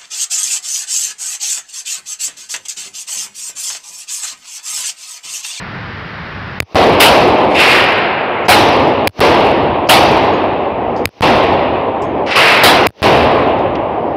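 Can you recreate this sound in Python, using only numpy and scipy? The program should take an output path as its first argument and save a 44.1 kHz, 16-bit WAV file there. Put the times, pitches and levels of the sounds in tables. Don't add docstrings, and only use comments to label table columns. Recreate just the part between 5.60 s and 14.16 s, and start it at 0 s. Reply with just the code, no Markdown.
import sys
import numpy as np
from scipy import signal
from scipy.fft import rfft, irfft, next_fast_len
from scipy.io import wavfile
from scipy.ndimage import uniform_filter1d, minimum_filter1d

SR = 44100
rng = np.random.default_rng(int(sys.argv[2]) if len(sys.argv) > 2 else 0)


def ratio(d):
    e = np.asarray(d, float) / 20
    return 10 ** e


def store_pcm(level_fs):
    pcm = np.round(np.clip(level_fs, -1, 1) * 32767).astype(np.int16)
    wavfile.write(sys.argv[1], SR, np.atleast_2d(pcm).T)


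N = 377496

# (frequency [Hz], density [dB per Hz])
VENT_SPECTRUM = [(15, -33.5), (25, -5.5), (55, 7), (76, -6), (109, -12.5), (153, -2), (219, -11.5),
                 (250, -13.5), (620, -20), (1790, -15.5), (2640, -24), (4270, -33), (5700, -38.5),
                 (6800, -54.5), (9000, -87)]
# (time [s], peak [dB], centre [Hz], T60 [s])
CASE_TICKS = [(2.455, -66, 7700, .15), (2.606, -57, 7750, 0.027), (2.752, -58, 7500, .025),
              (2.852, -41, 5550, 0.34), (4.274, -29, 5500, 0.074), (4.733, -44, 5180, 0.022),
              (5.363, -37, 5300, .053), (5.373, -42, 5400, .21), (5.374, -61, 7950, .073),
              (6.42, -32.5, 6200, .094), (6.421, -51, 11600, .017), (6.449, -47.5, 7500, .032),
              (7.985, -42, 5740, 0.13), (8.153, -26.5, 4800, .032), (8.153, -17, 2600, .046)]
# (time [s], level [dB], frequency [Hz])
CASE_RINGS = [(2.606, -62, 6700), (2.752, -69.5, 6800), (4.733, -38, 6660), (6.419, -48, 6570),
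              (6.43, -43, 6500), (6.449, -51, 6430)]
# (time [s], level [dB], bright arrival [dB], rise [s])
FAR_SHOTS = [
    (1.897, -33.5, -21, 0.018),
    (1.94, -26.5, -7.5, 0.02),
    (1.98, -10.5, -5.5, 0.016),
    (2.09, -15.5, -7.5, 0.014),
    (6.66, -31, -31, 0.01),
    (6.705, -24, -19, 0.0059),
    (6.752, -9.5, -8.5, 0.0091),
    (6.86, -14, -38.5, 0.01),
]
# (frequency [Hz], density [dB per Hz])
FAR_SPECTRUM = [(30, -16.5), (150, -8), (500, 0.5), (1200, -3), (1800, -4), (2700, -2.5), (3300, -11.5),
                (5500, -22.5), (6800, -35.5), (8500, -56), (11000, -70)]
# (frequency [Hz], density [dB per Hz])
BAFFLE_SPECTRUM = [(800, -36.5), (1400, -17), (2000, -4.5), (2700, -1.5), (3200, -7), (4800, -19),
                   (7000, -25), (10500, -36.5), (12000, -54)]
# (frequency [Hz], T60 [s])
BAFFLE_T60 = [(1500, 0.96), (3000, 0.75), (6000, 0.59), (10000, .25)]
# (time [s], hall level [dB], first-walls level [dB], wall lag [s])
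NEXT_SHOTS = [
    (1.398, 2.5, 14, .005),
    (2.882, 2, 9.5, 0.0093),
    (4.288, 2, 10.5, 0.0066),
    (7.033, 0, 11.5, 0.002),
]
# (frequency [Hz], density [dB per Hz])
WALL_SPECTRUM = [(40, -6.5), (150, -10.5), (800, 2), (1600, -7.5), (3500, -5.5), (5500, -19), (8000, -41),
                 (16000, -44)]
# (frequency [Hz], density [dB per Hz])
HALL_SPECTRUM = [(18, -44), (30, 8.5), (100, -10.5), (160, -7.5), (320, 0.5), (770, -2.5), (1070, -8.5),
                 (1420, -21), (2730, -20.5), (3900, -34.5), (5500, -55.5), (6600, -71.5), (8000, -80),
                 (11000, -130)]
# (frequency [Hz], T60 [s])
HALL_T60 = [(60, 3.5), (250, 3.87), (700, 3.59), (1500, 2.43), (3000, 1.945), (6000, 0.68), (10000, 1.2)]
# (blast [s], capsule freed [s], roar breaks through [s])
OWN_SHOTS = [
    (1.0018, 1.1474, 1.1543),
    (3.4727, 3.5943, 3.605),
    (5.4547, 5.6086, 5.6147),
    (7.2681, 7.4203, 7.4273),
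]
# (hall level [dB], rebound size, rebound decay [s], leak at start [dB], leak at end [dB])
CAPSULE_JAMS = [
    (2.5, 0.75, 0.029, -64, -31),
    (2.5, 0.87, 0.01, -71, -21),
    (2.5, 6.4, 0.0051, -57, -35),
    (3, 1.8, 0.016, -69.5, -27.5),
]
# (lag [s], size, size of trailing echoes)
WALL_ECHOES = [
    (.0214, .24, 0),
    (.0178, .1, .01),
    (.0173, .16, .07),
    (.0179, .16, .07),
]
# (delay after wall echo [s], length [s])
ECHO_TRAIL = [(.006, .005), (.0185, .001)]
BOUNCES = [3.4759, 3.4771, 3.478, 3.4783]
DUCK_TIMES = [1.0018, 1.1474, 2.882, 4.288, 5.6086, 7.4203]
# (frequency [Hz], gain [dB])
MIC_COLOUR = [(300, -2.5), (800, 0.5), (3000, -1.5), (5000, -1), (6000, -10.5), (6900, -8.5), (8200, -4),
              (10500, 1.5), (13000, 1), (15600, 1.5)]

STOP = 0.8
JAMMED = 0.7


def along(points, hz):
    f, v = np.transpose(points)
    return np.interp(np.log(hz + 1), np.log(f + 1), v)


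def add(track, start_s, x):
    part = track[round(start_s * SR):][:len(x)]
    part += x[:len(part)]


def rise(t, rise_s):
    return 1 - np.exp(-t / rise_s)


def roar(spectrum, count, at_s=0, t60=None, patchy_db=1.0):
    hz, t, z = signal.stft(rng.standard_normal(count + 1024), SR, nperseg=1024)
    field = uniform_filter1d(rng.standard_normal(z.shape), 8, 0)
    field = uniform_filter1d(field, 5, 1)
    colour = ratio(along(spectrum, hz))
    fall_db = 0 if t60 is None else -60 * (t - at_s) / along(t60, hz)[:, None]
    z = z * ratio(patchy_db * field / field.std() + fall_db) * colour[:, None]
    noise = signal.istft(z, SR, nperseg=1024)[1][:count]
    return noise / np.sqrt(np.mean(colour ** 2))


def ventilation():
    return ratio(-39.5) * roar(VENT_SPECTRUM, N, patchy_db=0.3)


def spent_cases():
    air = np.zeros(N)
    t = np.arange(SR // 5) / SR
    for start_s, peak_db, centre_hz, t60_s in CASE_TICKS:
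        edges_hz = [0.8 * centre_hz, 1.25 * centre_hz]
        band = signal.butter(4, edges_hz, "bandpass", fs=SR, output="sos")
        impact = rng.standard_normal(len(t)) * ratio(-60 * t / t60_s)
        add(air, start_s, 2 * ratio(peak_db) * signal.sosfilt(band, impact))
    ring_t60_s = 0.21
    for start_s, level_db, hz in CASE_RINGS:
        add(air, start_s, ratio(level_db - 60 * t / ring_t60_s) * np.sin(2 * np.pi * hz * t))
    return air


def far_lanes():
    air, count = np.zeros(N), 3 * SR
    t = np.arange(count) / SR
    for start_s, level_db, bright_db, rise_s in FAR_SHOTS:
        onset = rise(t, rise_s)
        bright = roar(BAFFLE_SPECTRUM, count, 0, BAFFLE_T60, patchy_db=2.5)
        add(air, start_s, onset * ratio(bright_db) * bright)
        add(air, start_s, onset * ratio(level_db - 0.5) * roar(FAR_SPECTRUM, count, 0.25, HALL_T60))
    return air


def next_lanes():
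    air, count = np.zeros(N), 3 * SR
    t = np.arange(count) / SR
    for start_s, hall_db, walls_db, lag_s in NEXT_SHOTS:
        hall = roar(HALL_SPECTRUM, count, 0.76, HALL_T60)
        add(air, start_s, rise(t, 0.0016) * ratio(hall_db - 17.5) * hall)
        walls = ratio(walls_db - 60 * t / 0.29) * roar(WALL_SPECTRUM, count, patchy_db=3)
        add(air, start_s + lag_s, rise(t, 0.00075) * walls)
    return air


def own_shots():
    air = np.zeros(N)
    for (blast_s, *_), (hall_db, *_) in zip(OWN_SHOTS, CAPSULE_JAMS):
        add(air, blast_s, ratio(hall_db - 16) * roar(HALL_SPECTRUM, 3 * SR, 0.77, HALL_T60))
    return air


def scene():
    return (ventilation() + spent_cases() + far_lanes() + next_lanes() + own_shots())[None]


def jammed_diaphragm(u):
    port = np.cos(2 * np.pi * 2300 * (u - 0.002))
    port += 0.8 * np.cos(2 * np.pi * 4800 * (u - 0.001)) * (u < 0.0013)
    growth = ratio(np.minimum(u / 0.00003 - 30, 12))
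    rattle = (u < 0.0022) * growth * (port + 0.2 * rng.standard_normal(len(u)))
    hold = 1.5 * JAMMED * np.clip(u / 0.001 - 0.3, 0, 1)
    return np.clip(rattle - hold, -JAMMED, 1.6 * JAMMED)


def wall_pokes(out):
    pokes = [(bounce_s, 1.1, 0.00014) for bounce_s in BOUNCES]  # (time [s], size, length [s])
    for (blast_s, *_), (lag_s, size, trail_size) in zip(OWN_SHOTS, WALL_ECHOES):
        echo_s = blast_s + lag_s
        pokes.append((echo_s, size, 0.006))
        pokes += [(echo_s + after_s, trail_size, length_s) for after_s, length_s in ECHO_TRAIL]
    for start_s, size, length_s in pokes:
        u = np.arange(round(length_s * SR) + 2) / SR
        shiver = uniform_filter1d(rng.standard_normal(len(u)), 6)
        add(out, start_s, size * np.sin(np.pi * u / u[-1]) ** 0.3 * (1 + 0.2 * shiver))


def capsule(air):
    t = np.arange(N) / SR
    push = air.copy()
    for (*_, through_s), (_, size, decay_s, *_) in zip(OWN_SHOTS, CAPSULE_JAMS):
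        push += size * np.exp(-np.abs(t - through_s) / decay_s) * (t >= through_s)
    out = push / (1 + np.abs(push / STOP) ** 24) ** (1 / 24)
    level = np.sqrt(np.abs(uniform_filter1d(air ** 2, 2048)) + 1e-9)
    for (blast_s, free_s, through_s), (*_, start_db, end_db) in zip(OWN_SHOTS, CAPSULE_JAMS):
        i, j = round(blast_s * SR), round(free_s * SR)
        u, jam_s = t[i:j] - blast_s, free_s - blast_s
        creep = STOP * np.sin(np.pi / 2 * np.clip((u - 0.03) / (jam_s - 0.03), 0, 1)) ** 2
        leak = ratio(start_db + (end_db - start_db) * u / jam_s) * np.clip((u - 0.025) / 0.012, 0, 1)
        seep = 1.18 * (air[i:j] - 0.37 * air[i - 2:j - 2]) / level[i:j]
        seep += ratio(-35.5) * rng.standard_normal(j - i)
        out[i:j] = jammed_diaphragm(u) + creep + leak * seep
        held = t[j:round(through_s * SR)] - free_s
        out[j:j + len(held)] = STOP - JAMMED * np.exp(-held / 0.00006)
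    wall_pokes(out)
    return out


def microphone_response(x):
    m = next_fast_len(N + 8192)
    hz = np.fft.rfftfreq(m, 1 / SR)
    bass_cut = hz ** 2 / (hz ** 2 - 95 ** 2 - 44j * hz) * (hz - 105j) / (hz - 240j)
    cepstrum = irfft(np.log(ratio(along(MIC_COLOUR, hz))), m)
    fold = np.r_[1, np.full(m // 2 - 1, 2)]
    colour = np.exp(rfft(cepstrum[:m // 2] * fold, m))
    top = np.clip((15750 - hz) / 300 + 0.5, 0, 1) ** 2
    return irfft(rfft(x, m) * bass_cut * colour * top, m)[:N]


def gain_control(x):
    aim_db, rest_db, most_db = -13, 1, 18.5
    firmness, squeeze = 0.9, 0.15
    sense, ahead, hold = round(0.01 * SR), round(0.0083 * SR), round(0.066 * SR)
    climb_db_per_s = 23
    t = np.arange(N) / SR
    power = uniform_filter1d(x ** 2, sense, origin=(sense - 1) // 2)
    under_db = aim_db - 10 * np.log10(np.abs(power) + 1e-9)
    share = np.where(under_db > 0, firmness, squeeze)
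    wanted = np.minimum(rest_db + share * under_db, most_db)
    early = np.r_[wanted[ahead:], wanted[-ahead:]]
    held = minimum_filter1d(early, hold, origin=(hold - 1) // 2)
    climb = climb_db_per_s * t
    gain_db = uniform_filter1d(np.minimum.accumulate(held - climb) + climb, ahead)
    for jump_s in DUCK_TIMES:
        gain_db -= 7 * np.clip((t - jump_s + 0.014) / 0.004, 0, 1) * (t < jump_s)
    return gain_db


def band_limit(x):
    return signal.sosfilt(signal.butter(12, 16610, fs=SR, output="sos"), x)


def record(dry):
    x = capsule(dry[0]) + ratio(-89.0) * rng.standard_normal(N)
    x = microphone_response(x)
    x = np.clip(ratio(gain_control(x)) * x, -1, 1)
    return band_limit(x[None])


dry = scene()
out = record(dry)
store_pcm(out)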